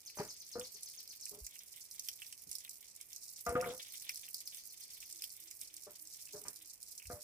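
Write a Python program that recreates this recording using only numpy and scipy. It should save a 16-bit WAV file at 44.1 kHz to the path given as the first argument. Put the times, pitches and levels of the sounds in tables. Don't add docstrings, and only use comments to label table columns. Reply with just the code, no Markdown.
import sys
import numpy as np
from scipy import signal
from scipy.fft import rfft, irfft, next_fast_len
from scipy.io import wavfile
from scipy.ndimage import uniform_filter1d

SR = 44100
rng = np.random.default_rng(int(sys.argv[2]) if len(sys.argv) > 2 else 0)


def unload_audio(sound):
    columns = np.transpose(np.atleast_2d(sound))
    steps = np.round(np.clip(columns, -1, 1) * 32767)
    wavfile.write(sys.argv[1], SR, steps.astype(np.int16))


N = 318843
SNAP_T60_S = 0.01


def tube(name, modes, rattle_db, spread_oct, swell, mouth):
    # t/s, tube, level/dB, free ringing/s, favoured f/Hz
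    knocks = [(0.169, "long", -45.5, 0.0039, 690), (0.179, "long", -39.5, 0.032, 930),
              (0.197, "long", -36.5, 0.011, 800), (0.202, "long", -40.5, 0.013, 420),
              (0.237, "long", -54.5, 0.034, 397), (0.553, "short", -39.5, 0.016, 520),
              (0.575, "short", -41, 0.033, 474), (0.742, "long", -67, 0.022, 387),
              (1.312, "long", -49, 0.076, 390), (2.467, "long", -60.5, 0.0057, 211),
              (3.462, "short", -30.5, 0.053, 754), (3.52, "short", -41, 0.035, 480),
              (3.551, "short", -34.5, 0.02, 960), (3.559, "short", -31.5, 0.044, 580),
              (3.622, "short", -36.5, 0.031, 800), (3.657, "short", -37, 0.02, 570),
              (3.684, "short", -41, 0.03, 515), (3.725, "short", -52.5, 0.033, 586),
              (5.864, "long", -50, 0.023, 536), (6.334, "long", -45.5, 0.046, 505),
              (6.407, "long", -62.5, 0.03, 410), (6.447, "long", -49.5, 0.033, 960),
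              (6.476, "long", -62, 0.007, 426), (7.097, "short", -42, 0.027, 615),
              (7.105, "long", -50, 0.084, 614)]
    # f/Hz, relative gain/dB
    wall_colour = [(60, -13), (250, -10), (900, -12.5), (2500, -8.5), (5000, -10)]
    grip_cycles = 13
    firm_db, clack_at_firm_db, clack_db_per_db = -40, -9, 0.2754
    column, wall = np.zeros(N), np.zeros((2, N))
    t = np.arange(SR // 3) / SR
    for s, which, db, free_s, pitch_hz in knocks:
        if which != name:
            continue
        late = np.maximum(t - free_s, 0)
        touches = rng.standard_normal(len(t)) * (rng.random(len(t)) < 0.03)
        force = undb(rattle_db) * touches * (t < free_s) * np.exp(-t / 0.12)
        force[0] = 1
        shift_hz = np.interp(s + t, *np.transpose(mouth))
        bend = np.exp(2j * np.pi * np.cumsum(shift_hz) / SR)
        rise = np.minimum(t / (0.002 + swell * free_s), 1)
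        ring = np.zeros(len(t))
        for hz, mode_db, t60 in modes:
            detune = 1 + 0.006 * rng.standard_normal()
            favour = undb(mode_db) / (1 + (np.log2(hz / pitch_hz) / spread_oct) ** 2)
            grip = np.exp(-late * hz / grip_cycles)
            ring += favour * resonate(force, hz * detune, t60, bend) * grip
        add(column, s, undb(db) * ring * rise)

        push = np.hanning(int(0.4 * SR / pitch_hz) + 3)
        rough = rng.standard_normal(len(t)) + 0.72 * rng.standard_normal((2, len(t)))
        rough *= np.exp(-t / 0.024) + 2.6 * np.exp(-late / 0.067 - t / 0.073)
        clack = signal.lfilter(push / push.sum(), [1], rough)
        clack_db = clack_at_firm_db + clack_db_per_db * (firm_db - db)
        add(wall, s, undb(db + clack_db) * rise * clack)
    return column + colour(wall, wall_colour)


def ground():
    # t/s, level/dB, f/Hz
    thuds = [(0.195, -31.5, 171), (1.41, -41, 52), (2.482, -61.5, 70.6), (3.482, -35, 68),
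             (3.548, -36.5, 127), (3.552, -25.5, 287), (3.579, -39.5, 113.3), (3.679, -47, 131),
             (7.051, -49, 66.4), (7.072, -42, 69), (7.132, -40.5, 90)]
    out = np.zeros((2, N))
    for s, db, hz in thuds:
        turns = np.arange(SR // 5) / SR * hz
        swing = np.sin(2 * np.pi * turns + 0.1 * rng.standard_normal((2, 1)))
        add(out, s, undb(db) * swing * 8.2 * turns ** 2 * np.exp(-turns / 0.37))
    return out


def loud_pops():
    # t/s, level/dB, resonance f/Hz
    crackles = [(0.596, -34, 9800), (0.832, -34.5, 11400), (1.0763, -41, 5460), (1.211, -43, 8950),
                (1.255, -34.5, 9800), (1.294, -38, 12200), (1.4654, -34, 7500), (1.591, -41, 6700),
                (1.9117, -38.5, 6040), (1.995, -31.5, 6500), (2.0862, -28, 5840), (2.2187, -46, 8900),
                (2.2656, -42, 5700), (2.3258, -39.5, 10700), (2.514, -33, 10500), (2.529, -37, 8050),
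                (2.553, -30.5, 5300), (2.584, -38.5, 10100), (2.694, -37.5, 8900), (2.9618, -44, 10300),
                (3.012, -40.5, 11500), (3.1305, -39, 6700), (3.162, -37, 7200), (3.464, -35, 7200),
                (3.493, -36, 10700), (3.612, -35, 10800), (3.736, -44, 11200), (3.779, -43, 11500),
                (4.0926, -30, 5500), (4.158, -38, 5830), (4.1734, -38.5, 10100), (4.3436, -28.5, 4900),
                (4.4747, -33, 5200), (4.546, -41, 10100), (5.126, -38, 9300), (5.221, -34, 5240),
                (5.24, -30, 5200), (5.5118, -39.5, 7500), (5.6137, -35.5, 11600), (5.766, -40, 9000),
                (5.835, -44, 8000), (6.072, -42.5, 8030), (6.2545, -41, 9950), (6.333, -39.5, 7000),
                (6.4393, -44.5, 8900), (6.483, -33, 9800), (6.56, -40, 5000), (6.8285, -39, 9850),
                (6.978, -40.5, 9700)]
    out, size = np.zeros((2, N)), SR // 6
    shape = fade(size, SNAP_T60_S) + 0.4 * fade(size, 0.06) + 0.08 * fade(size, 0.3)
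    for s, db, hz in crackles:
        burst = shape * (rng.standard_normal(size) * 0.72 + rng.standard_normal((2, size)) * 0.86)
        burst[:, :3] += 4.1 * np.array([1, -1, 0.3])
        ring = resonate(burst, hz, 12.0 / hz) / np.sqrt(SR / hz)
        add(out, s, undb(db) * (0.62 * burst + 0.51 * ring))
    return out


def deep_ticks():
    # t/s, level/dB, mode f/Hz
    tick_hits = [(0.099, -46.5, 2520), (0.613, -36, 3400), (1.265, -44, 2540), (1.4686, -46, 2470),
                 (1.559, -41, 2760), (2.086, -32.5, 3250), (2.2193, -32.5, 2780), (2.327, -40, 2900),
                 (2.649, -37, 3660), (2.6765, -46, 2470), (3.606, -33.5, 2400), (3.6429, -30.5, 2200),
                 (4.094, -28, 2440), (4.281, -42.5, 2810), (5.027, -42.5, 2580), (5.221, -45.5, 2560),
                 (5.238, -36, 3300), (5.5143, -48, 2180), (6.273, -49.5, 2720), (6.29, -48.5, 2530),
                 (6.999, -43, 2780), (7.0206, -41.5, 2500), (7.055, -43, 2560)]
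    out, size = np.zeros((2, N)), SR // 6
    for s, db, hz in tick_hits:
        noise = rng.standard_normal(size) * 0.07 + rng.standard_normal((2, size)) * 0.035
        burst = fade(size, 0.06) * noise
        burst[:, 0] += 1
        add(out, s, undb(db) * (resonate(burst, hz, 0.0055) + burst))
    return signal.sosfilt(signal.butter(3, 1500, "high", fs=SR, output="sos"), out)


def sizzle_and_rustle():
    # t/s, sizzle level/dB, deeper rustle level/dB
    levels = [(0.0, -59.5, -84.5), (2.76, -58.5, -80.5), (2.92, -63, -85), (3.34, -57.5, -85.5),
              (3.7, -56, -71.5), (4.29, -57, -79), (6.99, -59.5, -88.5), (7.23, -56, -85)]
    s, sizzle_db, rustle_db = np.transpose(levels)
    t = np.arange(N) / SR
    sizzle_level = undb(np.interp(t, s, sizzle_db))
    rustle_level = undb(np.interp(t, s, rustle_db))
    split = signal.butter(2, 7500, fs=SR, output="sos")
    low = signal.sosfilt(split, scattered(0.067))
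    high = scattered(0.077)
    high = high - signal.sosfiltfilt(split, high)
    all_over = patter(100, 3.3, 0.016)
    dull = low * (0.66 + 1.3 * all_over + 0.98 * patter(45, 5.8, 0.068))
    sharp = high * (0.5 + 1.25 * all_over + 1.9 * patter(45, 0.55, 0.049))
    rustle = (0.2 + all_over + 2.68 * patter(30, 5.96, 0.13)) * scattered(0.48)
    return sizzle_level * (dull + sharp), rustle_level * rustle


def fire():
    # f/Hz, relative gain/dB
    bright_colour = [(3000, -41), (4000, -14), (5500, -4), (6800, -5.5), (8500, -2.5), (15300, -4.5),
                     (15900, -51.5)]
    # f/Hz, relative gain/dB
    rustle_colour = [(1400, -19.5), (2200, -2), (2700, -6.5), (3600, 2), (5000, -18.5)]
    sizzle, rustle = sizzle_and_rustle()
    bright = colour(loud_pops() + sizzle, bright_colour)
    return bright + colour(rustle, rustle_colour) + deep_ticks()


def warbler():
    phrases = [(0.061, 11, -51, 1.1), (3.775, 12, -54.5, 0.85)]
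    note_gap_s, last_lag_s = 0.1135, 0.017
    straight, sung = np.zeros(N), np.zeros(N)
    t = np.arange(int(0.025 * SR)) / SR
    for first_s, count, phrase_db, share in phrases:
        starts = first_s + note_gap_s * np.arange(count) + last_lag_s * np.linspace(0, 1, count) ** 6
        for s in starts:
            hz = (6680 - 104000 * t) * (1 + 0.0092 * rng.standard_normal())
            flutter_db = 20 * uniform_filter1d(rng.standard_normal(len(t)), 60)
            db = phrase_db - 150 * t + 1.2 * rng.standard_normal() + flutter_db
            edges = np.hanning(len(t)) ** 0.022
            note = undb(db) * edges * np.sin(2 * np.pi * np.cumsum(hz) / SR)
            s = s + 0.0012 * rng.standard_normal()
            add(sung, s, note)
            add(straight, s, share * note)
    trees = rng.standard_normal((2, 20000)) * fade(20000, 0.35)
    return straight + 0.043 * signal.fftconvolve(sung[None], trees, axes=1)[:, :N]


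def hoots(level_db):
    start_s, gap_s, count = 5.115, 0.291, 6
    nominal_hz, sink_hz = 334, 5.8
    out = np.zeros(N)
    t = np.arange(int(0.105 * SR)) / SR
    for k in range(count):
        waver = uniform_filter1d(rng.standard_normal(len(t)), 600)
        hz = (nominal_hz - k * sink_hz) * (1.02 - 0.21 * t + waver)
        tone = np.sin(2 * np.pi * np.cumsum(hz) / SR)
        add(out, start_s + k * gap_s, undb(level_db) * np.sin(np.pi * t / t[-1]) * tone)
    return out


def air():
    # f/Hz, relative gain/dB
    air_colour = [(15, -41), (25, 2), (80, 4), (238, -4.5), (391, -4), (1530, -12.5), (2360, -3.5),
                  (3500, -14), (4550, -67), (7700, -120)]
    return undb(-74) * colour(scattered(0.13), air_colour)


def scattered(alike):
    shared, left, right = rng.standard_normal((3, N))
    alike = np.clip(alike, 0, 1)
    return np.sqrt(alike) * shared + np.sqrt(1 - alike) * np.array([left, right])


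def patter(rate_per_s, spread_db, t60):
    size_db = spread_db * np.minimum(rng.exponential(size=N), 2.2)
    hits = (rng.random(N) < rate_per_s / SR) * undb(size_db)
    return signal.fftconvolve(hits, fade(3000, t60) + 0.22 * fade(3000, SNAP_T60_S / 2))[:N]


def resonate(x, hz, t60, bend=1):
    pole = np.exp(2j * np.pi * hz / SR - np.log(1000) / (t60 * SR))
    return (bend * signal.lfilter([1], [1, -pole], x)).imag


def fade(size, t60):
    return np.exp(-np.log(1000) * np.arange(size) / SR / t60)


def colour(x, points):
    hz, db = np.transpose(points)
    size = 2 * next_fast_len(N // 2 + 1)
    log_hz = np.log(np.fft.rfftfreq(size, 1 / SR) + 1)
    gain = undb(np.interp(log_hz, np.log(hz), db))
    cepstrum = irfft(np.log(gain / np.sqrt(np.mean(gain ** 2))), size)
    fold = cepstrum * np.where(np.arange(size) < size // 2, 2, 0)
    fold[0] /= 2
    return irfft(rfft(x, size) * np.exp(rfft(fold)), size)[..., :N]


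def undb(db):
    return 10 ** (np.asarray(db) / 20)


def add(out, s, x):
    i = int(s * SR)
    out[..., i:i + x.shape[-1]] += x[..., :N - i]


def ports(left, right, lag_samples, left_db, shade):
    soft = signal.sosfiltfilt(signal.butter(3, 6800, fs=SR, output="sos"), left)
    shaded = shade * left + (1 - shade) * soft
    return np.array([undb(left_db) * np.roll(shaded, lag_samples), right])


def scene():
    # f/Hz, level/dB, t60/s
    short_modes = [(265, 2, 0.11), (497.5, -0.5, 1), (706.4, -7.5, 1), (930, -11.5, 0.11), (1225, 6, 0.1),
                   (1412, 7.5, 0.079), (1585, -1, 0.07)]
    long_modes = [(171, 8, 0.089), (416.7, 5, 0.14), (597, -3, 0.7), (834, -0.5, 0.084), (960, -4, 0.14),
                  (1204, -6, 0.28), (1630, 0, 0.06)]
    # t/s, shift/Hz
    mouth_shift = [(0.59, -9), (0.67, 13.5), (3.5, -15), (3.545, -9.5), (3.62, 9.5), (3.7, -9.5),
                   (3.74, 14), (7.1, -4)]
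    bamboo = tube("short", short_modes, rattle_db=-21, spread_oct=0.5, swell=0.1, mouth=mouth_shift)
    bamboo = bamboo + tube("long", long_modes, rattle_db=-24, spread_oct=0.35, swell=0.25, mouth=[(0, 0)])
    near = ports(*bamboo, lag_samples=5, left_db=1.5, shade=0.25)
    crackle = ports(*fire(), lag_samples=17, left_db=-0.5, shade=0.47)
    bird = ports(*warbler(), lag_samples=8, left_db=2.5, shade=0.52)
    return near + crackle + bird + ground() + hoots(-75.0) + air()


def record(dry):
    low_hz, top_hz = 42, 16700
    thin = signal.sosfilt(signal.butter(2, low_hz, "high", fs=SR, output="sos"), dry)
    return signal.sosfilt(signal.ellip(10, 0.2, 80, top_hz, fs=SR, output="sos"), thin)


dry = scene()
out = record(dry)
unload_audio(out)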